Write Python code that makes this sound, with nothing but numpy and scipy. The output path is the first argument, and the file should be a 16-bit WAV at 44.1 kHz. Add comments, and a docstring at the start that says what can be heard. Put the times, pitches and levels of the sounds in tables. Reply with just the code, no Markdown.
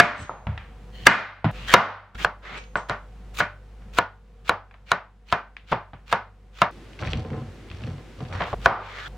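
"""A kitchen appliance hums under a whirring fan and soft hiss while a knife chops courgettes on a wooden board.
Blows ring the board's modes and the kitchen; before most, bursting cells crunch and the lower skin snaps.
Scrapes, steel ringing, soft thuds, light taps and juddering come between; from 7 s handfuls of cubes bump and
patter into a pan, strays ringing its metal, and near the end an apricot is cut. The recorder overloads, turns
itself down and creeps back, so the hum sinks and swells; at five joins the background steps in level."""
import sys
import numpy as np
from scipy import signal
from scipy.fft import rfft, irfft, next_fast_len
from scipy.io import wavfile
from scipy.ndimage import uniform_filter1d

SR = 44100
rng = np.random.default_rng(int(sys.argv[2]) if len(sys.argv) > 2 else 0)


def file_out(sig):
    """Save sig as 16-bit WAV at sys.argv[1]."""
    # one column per channel
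    cols = np.atleast_2d(sig).T
    # limit, then scale
    lim = np.clip(cols, -1, 1)
    pcm = np.round(lim * 32767).astype(np.int16)
    wavfile.write(sys.argv[1], SR, pcm)


N = 404397
TIME = np.arange(N) / SR  # the whole timeline, s
AFTER = TIME[:SR * 2 // 3]  # time since one sound began, s


def amp(db):
    """Decibels to gain."""
    return 10 ** (np.asarray(db) / 20)


def unit(x):
    """Scales to rms 1."""
    return x / np.sqrt(np.mean(x ** 2) + 1e-20)


def read(points, hz):
    """Reads a table on a log-frequency axis."""
    f, value = np.transpose(points)
    return np.interp(np.log(hz + 1), np.log(f + 1), value)


def fade(t, t60):
    """Exponential decay: 60 dB down after t60 seconds."""
    return np.exp(-np.log(1000) * t / np.maximum(t60, 1e-4))


# where each stretch of the scene begins: start_s
STRETCH_STARTS = [0, 1.514, 2.146, 6.712, 8.548, 9.083]


def stretch_at(s):
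    """Which stretch a moment belongs to."""
    return np.searchsorted(STRETCH_STARTS[1:], s, side="right")


END_FADE_S = 0.003


def add(mix, s, sound):
    """Places a sound, faded out by the end of its stretch."""
    start = max(round(s * SR), 0)
    end = min([round(j * SR) for j in STRETCH_STARTS if j > s] + [N])
    size = min(end - start, sound.shape[-1])
    fade_out = np.minimum(np.arange(size, 0, -1) / (END_FADE_S * SR), 1)
    mix[:, start:start + size] += sound[..., :size] * fade_out


# stereo spread of every coloured noise: pitch_hz, side_minus_mid_db
STEREO_WIDTH = [(60, -33), (130, -41), (270, -5), (580, -16), (1220, -15.5), (2600, -5)]


def coloured(pair, db_at):
    """Gives two unrelated signals a spectrum and spreads them as mid and side, rms 1."""
    size = pair.shape[1]
    padded = next_fast_len(size + 2048)
    hz = np.fft.rfftfreq(padded, 1 / SR)
    mid, side = rfft(pair, padded) * amp(db_at(hz))
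    side = side * amp(read(STEREO_WIDTH, hz))
    return unit(irfft(np.array([mid + side, mid - side]), padded)[:, :size])


def noise(size):
    """Two channels of white noise."""
    return rng.standard_normal((2, size))


def grains(size, per_s, spread_db):
    """Random clicks whose level shifts by spread_db times an exponential draw."""
    sizes = amp(spread_db * np.minimum(rng.exponential(1, size), 4))
    return noise(size) * sizes * (rng.random(size) < per_s / SR)


def ring(modes, stretch=1):
    """Damped sines that start together."""
    return sum(amp(db) * fade(AFTER, t60 * stretch) * np.sin(2 * np.pi * hz * AFTER) for hz, db, t60 in modes)


# how fast the kitchen dies away, before the stretch's echo length factor: pitch_hz, t60_s
KITCHEN_DECAY = [(100, 0.17), (300, 0.3), (800, 0.4), (1800, 0.38), (4500, 0.38), (12000, 0.13)]


def dying(sound, stretch=1, build_s=0.0033):
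    """Reflections gather within milliseconds, then each band dies at the kitchen's rate."""
    hz, t, z = signal.stft(sound, SR, nperseg=256)
    decay = fade(t, stretch * read(KITCHEN_DECAY, hz)[:, None])
    tail = signal.istft(z * decay, SR, nperseg=256)[1]
    return tail[:, :len(AFTER)] * (1 - np.exp(-(AFTER / build_s) ** 2))


def resonate(x, hz, width_hz):
    """A resonance of gain 1 that follows a pitch curve."""
    turn = np.exp(2j * np.pi * np.cumsum(hz) / SR)
    r = np.exp(-np.pi * width_hz / SR)
    return 2 * (turn * signal.lfilter([1 - r], [1, -r], x / turn)).real


# each stretch's backdrop and limits: hum_db, hiss_db, echo_length_factor, clipping_point_db
STRETCHES = [(-35, -42, 1.314, 3.5), (-39, -44.5, 1.26, 1.5), (-38, -47, 0.7, -2.5), (-47, -56, 1, -1),
             (-35.5, -43, 1.36, -0.5), (-39.5, -47, 1.1, 1.5)]
# colour of the hiss: pitch_hz, level_db_per_hz
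AIR_COLOUR = [(20, -11.5), (110, -3), (200, -4.5), (300, -16.5), (400, -14), (620, -19.5), (1000, -20.5),
              (1600, -24.5), (3000, -30), (5000, -37), (8000, -41.5), (14000, -51.5)]
# whirring fan tones: pitch_hz, width_hz, level_against_hiss_db
FAN_TONES = [(466, 2.8, -15), (506.6, 12, -13), (737, 14, -14)]
# colour of the extra hiss beside the pan: pitch_hz, level_db_per_hz
STOVE_COLOUR = [(30, -36), (110, 1.5), (200, -6.5), (380, -5), (620, -15), (1000, -18.5), (2000, -19),
                (3200, -24), (5000, -30), (8000, -36.5), (14000, -50)]
HUM_HZ, STOVE_DB = 49.6, -47.5


def background(octave_db=-15, waver=0.012):
    """An appliance's hum, its pitch wavering, and whirring fan over soft hiss; near the pan more hiss is added."""
    stretch = stretch_at(TIME)
    hum_db, hiss_db, *_ = np.array(STRETCHES)[stretch].T
    drift = uniform_filter1d(rng.standard_normal(N), size=4000)
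    drift = unit(uniform_filter1d(drift, size=4000))
    turn = 2 * np.pi * np.cumsum(HUM_HZ * (1 + waver * drift)) / SR
    hum = unit(np.sin(turn) + amp(octave_db) * np.sin(2 * turn))
    air = coloured(noise(N), lambda hz: read(AIR_COLOUR, hz))
    for tone_hz, width_hz, db in FAN_TONES:
        air += amp(db) * coloured(noise(N), lambda hz: -20 * np.log10(1 + ((hz - tone_hz) / width_hz) ** 2))
    by_pan = stretch == stretch_at(HANDFULS[0][0])
    stove = amp(STOVE_DB) * by_pan * coloured(noise(N), lambda hz: read(STOVE_COLOUR, hz))
    return hum * amp(hum_db) + air * amp(hiss_db) + stove


# blade meets board: start_s, force_db, ring_length_factor, treble_db, room_against_force_db, echo_pitch_factor,
# board_pitch_factor, time_in_flesh_s (0 = bare knock), crunch_db, skin_fizz_db, snap_length_s
CHOPS = [ (0.0003, 6.5, 1.5, 3.5, -11.5, 1.22, 1.17, 0.018, -83, -5, 0.011),
         (0.2945, -1, 1.3, -14, -26, 0.82, .9, 0, -90, 0, 0),
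         (1.0684, 18.5, 1.67, 4.5, -14, 1.223, 1.2, 0.018, -18, 2, 0.0038),
         (1.739, 10, 4.2, 9.5, -7.5, 1.01, .96, 0.079, -24.5, 4, 0.011),
         (2.2476, -3.5, 1.4, 0.5, -16, 0.97, 1.1, 0.081, -35.5, 6.5, 0),
         (2.7561, -6.5, 1.6, -5.5, -14, 0.95, 1.05, 0.012, -91, 2, 0.026),
         (2.8971, -9, 1.1, 4.5, -11.5, 0.99, 1, 0.0012, -38, 4.5, 0.011),
         (3.4042, -8.5, 1.36, 0.5, -9, 1.2, 1.03, 0.074, -31.5, 12.5, 0.017),
         (3.9866, 2.5, 0.84, 8, -15, 0.93, 1, 0.062, -33.5, 7, 0.015),
         (4.4944, 4, 1.63, 5.5, -14.5, 0.89, 1, 0.053, -31, 1.5, 0.0043),
         (4.9172, 5.5, 2.25, 6.5, -15, 0.98, 1, 0.064, -34, 0, 0.01),
         (5.3255, 3, 2.6, 3.5, -13, 0.99, .93, 0.071, -33, 3, 0.0082),
         (5.7194, -11.5, 5.1, 1.5, 0, 0.84, .9, .058, -30.5, -3.5, .0036),
         (6.1272, 1.5, 1.57, 5.5, -12, 0.98, .9, 0.069, -31, 0.5, 0.013),
         (6.6181, 4.5, 3.1, 4, -11, 0.92, .94, 0.096, -34, 2, 0.0039),
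         (8.405, -23.5, 3.8, -3, -4.5, 0.78, .85, 0.037, -90.5, -4.5, 0),
         (8.53, -18.5, 1.4, -6.5, -8, 0.6, 0.77, 0, -84, 0, 0),
         (8.6596, 1, 2.1, -5.5, -11.5, 0.88, 1.06, 0.064, -39.5, 3, 0.011)]
# the board's bending modes, damped at once by the pressing blade, before each chop's
# pitch, length and tone settings: pitch_hz, level_db, t60_s
BOARD_MODES = [(191.5, -24.5, 0.017), (521, -37, 0.0019), (642, -36, 0.074), (787, -18.5, 0.028),
               (1105, -6, 0.023), (1406, 2.5, 0.011), (1820, -20, 0.035), (2265, -11.5, 0.0082),
               (2900, -17, 0.0074), (3470, -10, 0.0025), (3910, -22.5, 0.027), (6665, -30, 0.0046)]
# board and worktop ringing on, before the echo length and tone settings: pitch_hz, level_db, t60_s
WORKTOP_MODES = [(98.4, -15, 1), (483, -18, 0.13), (595, -6.5, 0.45), (700, -2.5, 0.23), (898, -9, 0.25),
                 (963, -5.5, 0.28), (1180, -8.5, 0.36), (1234, -13.5, 0.25), (1306, -8, 0.11),
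                 (1456, -7, 0.37), (1489, -9, 0.34), (1524, -11.5, 0.45), (1718, -12, .25),
                 (1840, -12.5, .27), (1904, -14, 0.2), (2020, -16, 0.27), (2087, -15, 0.36),
                 (2199, -14, .27), (2430, -16.5, 0.34), (2860, -19.5, 0.2), (3150, -23, 0.3)]
# the kitchen's answer to a knock, before the chop's echo pitch factor: pitch_hz, level_db_per_hz
KITCHEN_ANSWER = [(30, -31), (60, -6.5), (110, 1), (200, -1), (310, -9), (520, -3.5), (700, -3), (1100, -1),
                  (1400, -2.5), (1900, -10), (2400, -17.5), (3200, -23.5), (4000, -29.5), (6000, -37),
                  (9000, -54), (14000, -76)]
BASS_DB, BASS_PER_FORCE_DB = -2.5, -0.12  # a harder blow carries less bass


def knocks(tick_db=-18, tick_t60=0.01, ring_db=-2, wash_db=4.5, early=0.2, early_s=0.0072, early_width_s=0.05,
           alike=0.66, contact_hz=6000, apart=0.2, radiates_hz=420, spot_db=4.5, room_treble=0.23):
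    """The edge strikes the board, the worktop rings on and the kitchen answers; each spot favours other modes."""
    out, walls = np.zeros((2, N)), noise(len(AFTER))
    alike = np.clip(alike, 0, 1)
    # cupboards and the cook's body reflect first
    nearby = 1 + early * np.exp(-((AFTER - early_s) / early_width_s) ** 2)
    # each mode reaches the two sides out of step
    arrival = rng.uniform(0, 2 * np.pi, (len(WORKTOP_MODES), 1, 1))
    arrival = arrival + apart * rng.standard_normal((len(WORKTOP_MODES), 2, 1))
    for s, force_db, stretch, treble_db, room_db, pitch, board_pitch, *_ in CHOPS:
        decay = STRETCHES[stretch_at(s)][2]

        def tone(hz, share=1):
            """Tilts treble by the sharpness of the contact and bass by its force."""
            bass_db = BASS_DB + BASS_PER_FORCE_DB * force_db
            return read([(450, bass_db), (1000, 0), (1400, 0), (3500, share * treble_db)], hz)

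        def tick_colour(hz):
            """A bright hump around 2.5 to 4 kHz."""
            return read([(800, -3.0), (2500, 17.0), (4200, 12.5), (8000, -12.0), (15000, -32.5)], hz)

        def wash_colour(hz):
            """The kitchen's answer, shifted in pitch."""
            return read(KITCHEN_ANSWER, hz / pitch) + tone(hz / pitch ** 2, room_treble)

        blow = ring([(hz * board_pitch, db + tone(hz), t60) for hz, db, t60 in BOARD_MODES], stretch)
        tick = coloured(noise(len(AFTER)), tick_colour) * fade(AFTER, tick_t60 * stretch)
        blow = blow + amp(tick_db + treble_db) * tick
        # a cushioned edge takes longer to stop
        corner_hz = min(contact_hz * amp(treble_db), SR / 3)
        blow = signal.lfilter(*signal.butter(N=3, Wn=corner_hz, fs=SR), blow)
        # a small board radiates little bass
        blow = signal.lfilter(*signal.butter(N=2, Wn=radiates_hz, btype="high", fs=SR), blow)
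        # the echoes change as the blade moves
        scatter = alike * walls + np.sqrt(1 - alike ** 2) * noise(len(AFTER))
        wash = dying(coloured(scatter, wash_colour), decay)
        worktop = 0
        for (hz, db, t60), late in zip(WORKTOP_MODES, arrival):
            answer_db = read(KITCHEN_ANSWER, hz / pitch) - read(KITCHEN_ANSWER, hz)
            mode_db = db + tone(hz, room_treble) + answer_db + spot_db * rng.standard_normal()
            mode_hz = hz * rng.normal(1, 0.0042)
            worktop = worktop + amp(mode_db) * fade(AFTER, t60 * decay) * np.sin(2 * np.pi * mode_hz * AFTER + late)
        worktop = worktop * (1 - np.exp(-AFTER / 0.0023))
        room = nearby * (amp(wash_db) * wash + amp(ring_db) * worktop)
        add(out, s, amp(force_db) * (blow + amp(room_db) * room))
    return out


# colour of bursting flesh, before tilt and rasp: pitch_hz, level_db_per_hz
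CRUNCH_COLOUR = [(100, -28), (400, -1), (800, -3), (1300, 3), (1900, -3.5), (2600, -6.5), (3500, -5.5),
                 (5000, -16.5), (7000, -23), (10000, -39), (14000, -40)]


def crunch(length, rise_db, tilt_db, rasp_hz, fizz_db=0, cells_per_s=5000, spread_db=0.0, smooth=0.72,
           rasp_width_hz=450, rasp_db=1, clump_db=2.9):
    """Cell walls burst in clumps under the edge and excite a gliding rasp; wet steel hisses along."""
    size = len(AFTER)

    def flesh(hz):
        """The flesh's colour, tilted per octave, with fizz on top."""
        tilt = tilt_db * np.log2(np.maximum(hz, 500))
        return read(CRUNCH_COLOUR, hz) + tilt + read([(4500, 0.002), (10000, fizz_db)], hz)

    bursts = unit(grains(size, cells_per_s, spread_db)) + smooth * noise(size)
    sound = coloured(bursts, flesh)
    glide_hz = np.interp(AFTER, [0, length], rasp_hz)
    sound = unit(sound + amp(rasp_db) * resonate(sound, glide_hz, rasp_width_hz))
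    clumps = unit(uniform_filter1d(rng.standard_normal(size), size=200))
    edges = np.clip(AFTER / (.25 * length), 0, 1) * np.clip((length - AFTER) / .004, 0, 1)
    swell_db = np.interp(AFTER, [0, length], [-rise_db, 0])
    return sound * edges * amp(swell_db + clump_db * clumps)


def snap(length):
    """The lower skin gives way in a short burst of noise."""
    colour = [(200, -14), (700, -6), (1400, 0), (3500, -9), (7000, -23), (15000, -40)]
    burst = coloured(noise(2048), lambda hz: read(colour, hz))
    size = int(np.clip(length * SR, 64, 2048))
    return burst[:, :size] * np.linspace(.6, 1.2, size)


# the blade drags slowly over skin or wood: start_s, length_s, final_db, swell_db, brightness_db_per_octave,
# rasp_from_hz, rasp_to_hz, board_rumble_db, catches_per_s
SCRAPES = [(0.145, 0.12, -35, -8, 0.5, 1900, 1900, -21.5, 2300),
           (0.919, 0.16, -46.5, 7.5, 8.5, 1920, 2430, -40, 1600),
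           (1.516, 0.18, -44.5, 0.5, 2.5, 2440, 2800, -61, 3500),
           (2.147, 0.014, -40.5, 0, 1, 1566, 1720, -47, 6400),
           (2.18, 0.053, -35.5, 1.5, 2, 1610, 3300, -37, 4300),
           (2.412, 0.18, -29.5, 6, -1, 1750, 2450, -40, 4500),
           (8.289, 0.158, -32.5, 17.5, -1, 910, 2300, -48, 1000),
           (8.444, 0.096, -45.5, -5, 4, 1500, 1490, -50, 1500),
           (8.761, 0.25, -26.5, 12, 0.5, 2700, 1860, -64, 2500),
           (8.975, 0.12, -29, 3, 2, 1690, 1580, -54, 5100)]
# the board under a leaning hand: pitch_hz, level_db_per_hz
RUMBLE_COLOUR = [(30, -25), (65, -5.5), (100, -2.5), (190, -5.5), (400, -22.5), (1000, -50.5),
                 (4000, -86.5)]
# the blade's rasp sinks as it goes deeper: from_hz, to_hz
SLICE_RASP_HZ = (2700, 2300)
SLICE_RISE_DB, SLICE_TILT_DB = 16.5, 3.5  # tilt is per octave
SNAP_DB = 8  # gain of the snap over the chop's crunch setting


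def slicing(room_db=-7):
    """A quick crunch and a snap lead up to each cut; slow, coarser scrapes come between and make the board rumble."""
    out = np.zeros((2, N))
    echoes = [dying(noise(len(AFTER)), decay) for _, _, decay, _ in STRETCHES]

    def heard(s, sound):
        """The direct sound, then the kitchen."""
        echo = echoes[stretch_at(s)]
        response = amp(room_db) * echo / np.linalg.norm(echo[0]) + (AFTER == 0)
        return signal.fftconvolve(sound, response, axes=1)

    for s, *_, flesh_s, db, fizz_db, snap_s in CHOPS:
        if flesh_s > 0:
            cut = crunch(flesh_s, SLICE_RISE_DB, SLICE_TILT_DB, SLICE_RASP_HZ, fizz_db)
            add(out, s - flesh_s, amp(db) * heard(s, cut))
            add(out, s - snap_s, amp(db + SNAP_DB) * heard(s, snap(snap_s)))
    for s, length, db, rise_db, tilt_db, from_hz, to_hz, rumble_db, catches_per_s in SCRAPES:
        scrape = crunch(length, rise_db, tilt_db, (from_hz, to_hz), cells_per_s=catches_per_s,
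                        rasp_db=6.5, clump_db=0.35)
        add(out, s, amp(db) * heard(s, scrape))
        lean = np.sin(np.pi * np.minimum(AFTER / length, 1) ** 2)
        rumble = coloured(noise(len(AFTER)), lambda hz: read(RUMBLE_COLOUR, hz))
        add(out, s, amp(rumble_db) * lean * rumble)
    return out


# the steel blade rings as it grates free: start_s, grating_time_s, level_db, brightness_db_per_octave
BLADE_RINGS = [(0.156, 0.072, -34.5, 3), (2.57, 0.0099, -44, 3), (2.757, 0.017, -38, -10.5)]
# the steel's modes, before that brightness: pitch_hz, level_db, t60_s
BLADE_MODES = [(3050, 1, 0.12), (3410, -12, 0.12), (4280, -4, 0.13), (5560, -7, .25), (6510, -9, 0.63),
               (6550, -2, .12), (7820, 5, 0.083), (8430, -8, 0.27)]


def blade(grit_db=-5, grit_t60=0.3):
    """The grating edge feeds the steel's modes, which die away once it comes free."""
    out = np.zeros((2, N))
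    for s, length, db, tilt_db in BLADE_RINGS:
        drag = np.minimum(AFTER / length, 1)
        modes = ring([(hz, mode_db + tilt_db * np.log2(hz), t60) for hz, mode_db, t60 in BLADE_MODES])
        grating = noise(len(AFTER)) * drag * (AFTER < length)
        steel = signal.fftconvolve(grating, modes[None], axes=1)[:, :len(AFTER)]
        # short-term rms peaks at 1
        steel = steel / np.sqrt(uniform_filter1d((steel ** 2).mean(0), size=600).max())
        grit = coloured(noise(len(AFTER)), lambda hz: read([(1000, -16), (3200, 17), (8000, 3), (13000, -27)], hz))
        grit = grit * drag * fade(np.maximum(AFTER - length, 0), grit_t60)
        add(out, s, amp(db) * (steel + amp(grit_db) * grit))
    return out


# soft heavy thuds, something landing or the hollow low body of a hard chop:
# start_s, level_db, main_pitch_hz, t60_s
THUDS = [(0.469, -9, 104.4, 0.29), (1.069, 0, 520.5, 0.069), (1.447, 8.5, 154.6, 0.15),
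         (1.739, 9, 530, 0.068), (5.716, -10.5, 167, 0.14), (5.934, -21, 129, 0.1), (7.028, -29, 97, .25),
         (7.084, -24, 78.5, 0.52), (7.156, -15.5, 117, 0.17), (7.307, -24.5, 137.7, 0.17),
         (7.709, -33.5, 85, .35), (7.825, -26.5, 115, 0.21), (7.867, -29, 127.1, 0.32),
         (8.21, -27.5, 129.6, 0.25), (8.352, -29, 94.5, 0.25), (8.528, -26, 100, 0.13)]
# modes of each thud; t60 is divided by the multiple: multiple_of_main_pitch, level_db
THUD_MODES = [(0.719, -1), (0.997, 2), (1.349, -1), (1.9, -3)]


def thuds(soft_s=0.0048):
    """A soft heavy impact sets off a few low damped modes with a rounded onset."""
    out = np.zeros((2, N))
    for s, db, hz, t60 in THUDS:
        body = ring([(hz * k, mode_db, t60 / k) for k, mode_db in THUD_MODES])
        add(out, s, amp(db) * body * (1 - np.exp(-AFTER / soft_s)))
    return out


# light taps of pieces and fingers: start_s, level_db, centre_hz, contact_t60_s
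TAPS = [(.469, -12.5, 845, 0.029), (.577, -16, 1620, 0.019), (1.444, 3, 900, 0.025), (1.45, 1.5, 900, 0.03),
        (2.577, -27, 2700, 0.019), (2.639, -37, 4480, 0.013), (3.372, -29, 3610, .02),
        (3.82, -44.5, 1106, 0.031), (4.711, -32, 1190, 0.035), (4.741, -27, 998, 0.03),
        (5.567, -16.5, 2180, 0.015), (5.722, -5.5, 990, 0.018), (5.729, -5, 960, 0.025),
        (5.933, -25.5, 834, 0.056), (6.932, -42.5, 3000, 0.017), (6.99, -37, 2140, 0.036),
        (7.025, -26.5, 1000, 0.016), (7.034, -29, 2240, 0.021), (7.05, -31.5, 2400, 0.033),
        (7.073, -29, 2020, 0.032), (7.083, -31, 2300, 0.02), (7.1326, -15, 2540, 0.01),
        (7.147, -31, 2400, .012), (7.248, -35, 900, 0.026), (7.303, -33, 1270, .02),
        (7.332, -32, 1000, 0.023), (7.379, -38, 900, 0.021), (7.419, -38, 1220, .015),
        (7.686, -42.5, 2200, 0.015), (7.701, -36, 3230, 0.016), (7.714, -30.5, 2470, 0.011),
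        (7.763, -46, 3000, 0.011), (7.808, -41, 1900, 0.013), (7.837, -36, 2620, .022),
        (7.874, -30, 1200, 0.0088), (7.981, -39, 1200, 0.014), (8.205, -35, 800, 0.029),
        (8.251, -37, 2600, 0.017), (8.326, -31, 1930, .02), (8.337, -31, 750, 0.029),
        (8.351, -28, 790, .025), (8.407, -23.5, 1700, 0.026), (8.42, -21.5, 1680, 0.036),
        (8.437, -28.5, 2400, 0.024)]


def taps(steep_db=11.5, room_db=-14, damp_hz=3200, click_db=0, click_t60=0.0088, long_contact_s=0.028):
    """A piece lands with a click and a short damp patter; a longer contact stirs the room more."""
    out = np.zeros((2, N))
    for s, db, centre_hz, contact_t60 in TAPS:
        def hump(hz):
            """A broad peak at the contact's centre pitch; moist flesh gives little treble."""
            peak_db = -steep_db * np.hypot(np.log2((hz + 1) / centre_hz), .7)
            return peak_db - 10 * np.log10(1 + (hz / damp_hz) ** 6)

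        patter = coloured(noise(len(AFTER)), hump) * fade(AFTER, contact_t60)
        tick = patter + ring([(centre_hz, click_db, click_t60)])
        tick = tick * np.sin(np.pi / 2 * np.minimum(AFTER / .0006, 1)) ** 2  # soft onset
        echo = dying(coloured(noise(len(AFTER)), hump), STRETCHES[stretch_at(s)][2])
        add(out, s, amp(db) * (tick + amp(room_db) * contact_t60 / long_contact_s * echo))
    return out


# the blade jams and judders in firm flesh: start_s, end_s, level_db, main_width_hz, main_hz, second_hz, third_hz
JUDDERS = [(0.923, 1.05, -44, 170, 3050, 1920, 4300), (1.677, 1.748, -24, 49.4, 1890, 1650, 3190),
           (4.86, 4.9, -41.5, 118.8, 2340, 2900, 4255), (5.281, 5.309, -29.5, 120.5, 2470, 3000, 4300),
           (9.05, 9.068, -22, 70, 1520, 1640, 3420)]


def juddering(slips_per_s=1500, second_db=-5, third_db=-6, side_width_hz=140, grit_db=-21, onset_s=0.022):
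    """Quick uneven slips ring one main and two weaker resonances of the gripped blade."""
    out = np.zeros((2, N))
    for start, end, db, width_hz, main_hz, second_hz, third_hz in JUDDERS:
        def gripped(hz):
            """Three damped peaks over the crunch of the flesh."""
            peaks = [(main_hz, width_hz, 0), (second_hz, side_width_hz, second_db),
                     (third_hz, side_width_hz, third_db)]
            resonances = sum(amp(d) / (1 + ((hz - f) / w) ** 2) for f, w, d in peaks)
            return 20 * np.log10(resonances + amp(grit_db + read(CRUNCH_COLOUR, hz)))

        slips = coloured(grains(len(AFTER), slips_per_s, spread_db=1.5), gripped)
        edges = np.clip(np.minimum(AFTER / onset_s, (end - start - AFTER) / 0.0022), 0, 1)
        add(out, start, amp(db) * slips * edges)
    return out


POUR_ATTACK_S, THUMP_FALL_DB_PER_S, PATTER_FALL_DB_PER_S = 0.046, 83, 151.5


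def pour(start, length, fall_db_per_s):
    """A handful starts to fall, keeps falling, then settles."""
    t = TIME - start
    return np.clip(t / POUR_ATTACK_S, 0, 1) * amp(-fall_db_per_s * np.maximum(t - length, 0))


# handfuls of cubes dropped into the pan: start_s, pouring_time_s, thumping_db, wet_patter_db
HANDFULS = [(6.984, 0.19, -31, -44), (7.27, 0.11, -37, -57), (7.695, 0.18, -39.5, -55.5),
            (8.171, 0.21, -35.5, -52)]
# colour of the heavy pan under the heap: pitch_hz, level_db_per_hz
PAN_COLOUR = [(30, -37), (60, -16), (92, 5), (147, -3), (196, -12), (240, -12.5), (380, -16), (465, -15.5),
              (640, -20.5), (741, -21), (1470, -31), (4000, -53), (15000, -86)]


def tumbling(cubes_per_s=260, pan_t60=0.15, patter_per_s=200, squish_t60=0.028):
    """Cubes bump the heavy pan through the heap and patter wetly on one another."""
    bump = noise(len(AFTER)) * fade(AFTER, pan_t60)
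    bumps = signal.fftconvolve(grains(N, cubes_per_s, spread_db=-2.5), bump, axes=1)[:, :N]
    bumps = coloured(bumps, lambda hz: read(PAN_COLOUR, hz))
    squish = noise(len(AFTER)) * fade(AFTER, squish_t60)
    touches = signal.fftconvolve(grains(N, patter_per_s, spread_db=0.5), squish, axes=1)[:, :N]
    wet = [(200, -13), (500, -17), (1100, 8), (1800, -7), (3000, 2.5), (6000, -11.5), (15000, -39)]
    patter = coloured(touches, lambda hz: read(wet, hz))
    out = np.zeros((2, N))
    for s, length, thump_db, wet_db in HANDFULS:
        out += amp(thump_db) * bumps * pour(s, length, THUMP_FALL_DB_PER_S)
        out += amp(wet_db) * patter * pour(s, length, PATTER_FALL_DB_PER_S)
    return out


# single cubes reach the bare metal: start_s, level_db, brightness_db_per_octave
STRAY_CUBES = [(7.022, -43, 20), (7.13, -29, 3), (7.185, -30, 1), (7.248, -30, 2.5), (7.3, -55, 8),
               (7.314, -30.5, 1), (7.337, -32.5, 5), (7.372, -32, 4), (7.415, -39, -2), (7.875, -36.5, 5.5),
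               (7.935, -47, -6), (7.982, -44, 7), (8.001, -47, 4), (8.21, -36.5, 3)]
# the pan's floor under one cube, before brightness and spot: pitch_hz, level_db, t60_s
PAN_MODES = [(137.3, 4, 0.22), (229.4, 0, 0.3), (312, -0.5, 0.14), (453, 3, 0.085), (506, -4, 0.12),
             (638, -5, 0.044), (747, -12.5, 0.33), (1033, -18, 0.24), (1320, -30, 0.39)]


def stray_cubes(soft_s=0.0012, spot_db=2, pivot_hz=450):
    """A cube rolls off the heap and rings the pan; each spot favours other modes."""
    out = np.zeros((2, N))
    for s, db, tilt_db in STRAY_CUBES:
        spot = spot_db * rng.standard_normal(len(PAN_MODES))
        modes = [(hz, mode_db + luck + tilt_db * np.log2(hz / pivot_hz), t60)
                 for (hz, mode_db, t60), luck in zip(PAN_MODES, spot)]
        add(out, s, amp(db) * ring(modes) * (1 - np.exp(-AFTER / soft_s)))
    return out


def scene():
    """Everything at the worktop."""
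    chopping = knocks() + slicing() + blade() + juddering()
    landings = thuds() + taps()
    pan = tumbling() + stray_cubes()
    return background() + chopping + landings + pan


# SQUEEZE is the share of the excess level that is taken away
THRESHOLD_DB, SQUEEZE, ATTACK_S, RECOVER_DB_PER_S = -25.5, 0.62, 0.0063, 13


def gain_control(x):
    """Turns down within milliseconds of a loud sound and creeps back."""
    power = signal.lfilter(np.hanning(256) / 128, 1, (x ** 2).mean(0))
    cut_db = SQUEEZE * np.maximum(10 * np.log10(power + 1e-12) - THRESHOLD_DB, 0)
    recovery = RECOVER_DB_PER_S * TIME[:len(power)]
    held_db = np.maximum.accumulate(cut_db + recovery) - recovery
    lag = np.exp(-1 / (ATTACK_S * SR))
    return x * amp(-signal.lfilter([1 - lag], [1, -lag], held_db))


def overload(x, ceiling):
    """Rounded clipping."""
    return x / (1 + (x / ceiling) ** 6) ** (1 / 6)


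EDGE_HZ = 16300  # upper band limit


def record(dry):
    """Gain control and clipping, starting afresh with each stretch; then the band limit."""
    parts = np.split(dry, [round(s * SR) for s in STRETCH_STARTS[1:]], axis=1)
    levelled = np.hstack([overload(gain_control(part), amp(ceiling_db))
                          for part, (*_, ceiling_db) in zip(parts, STRETCHES)])
    edge = signal.firwin(255, EDGE_HZ, window=("kaiser", 8), fs=SR)
    return signal.oaconvolve(np.clip(levelled, -1, 1), edge[None], "same")


dry = scene()
out = record(dry)
file_out(out)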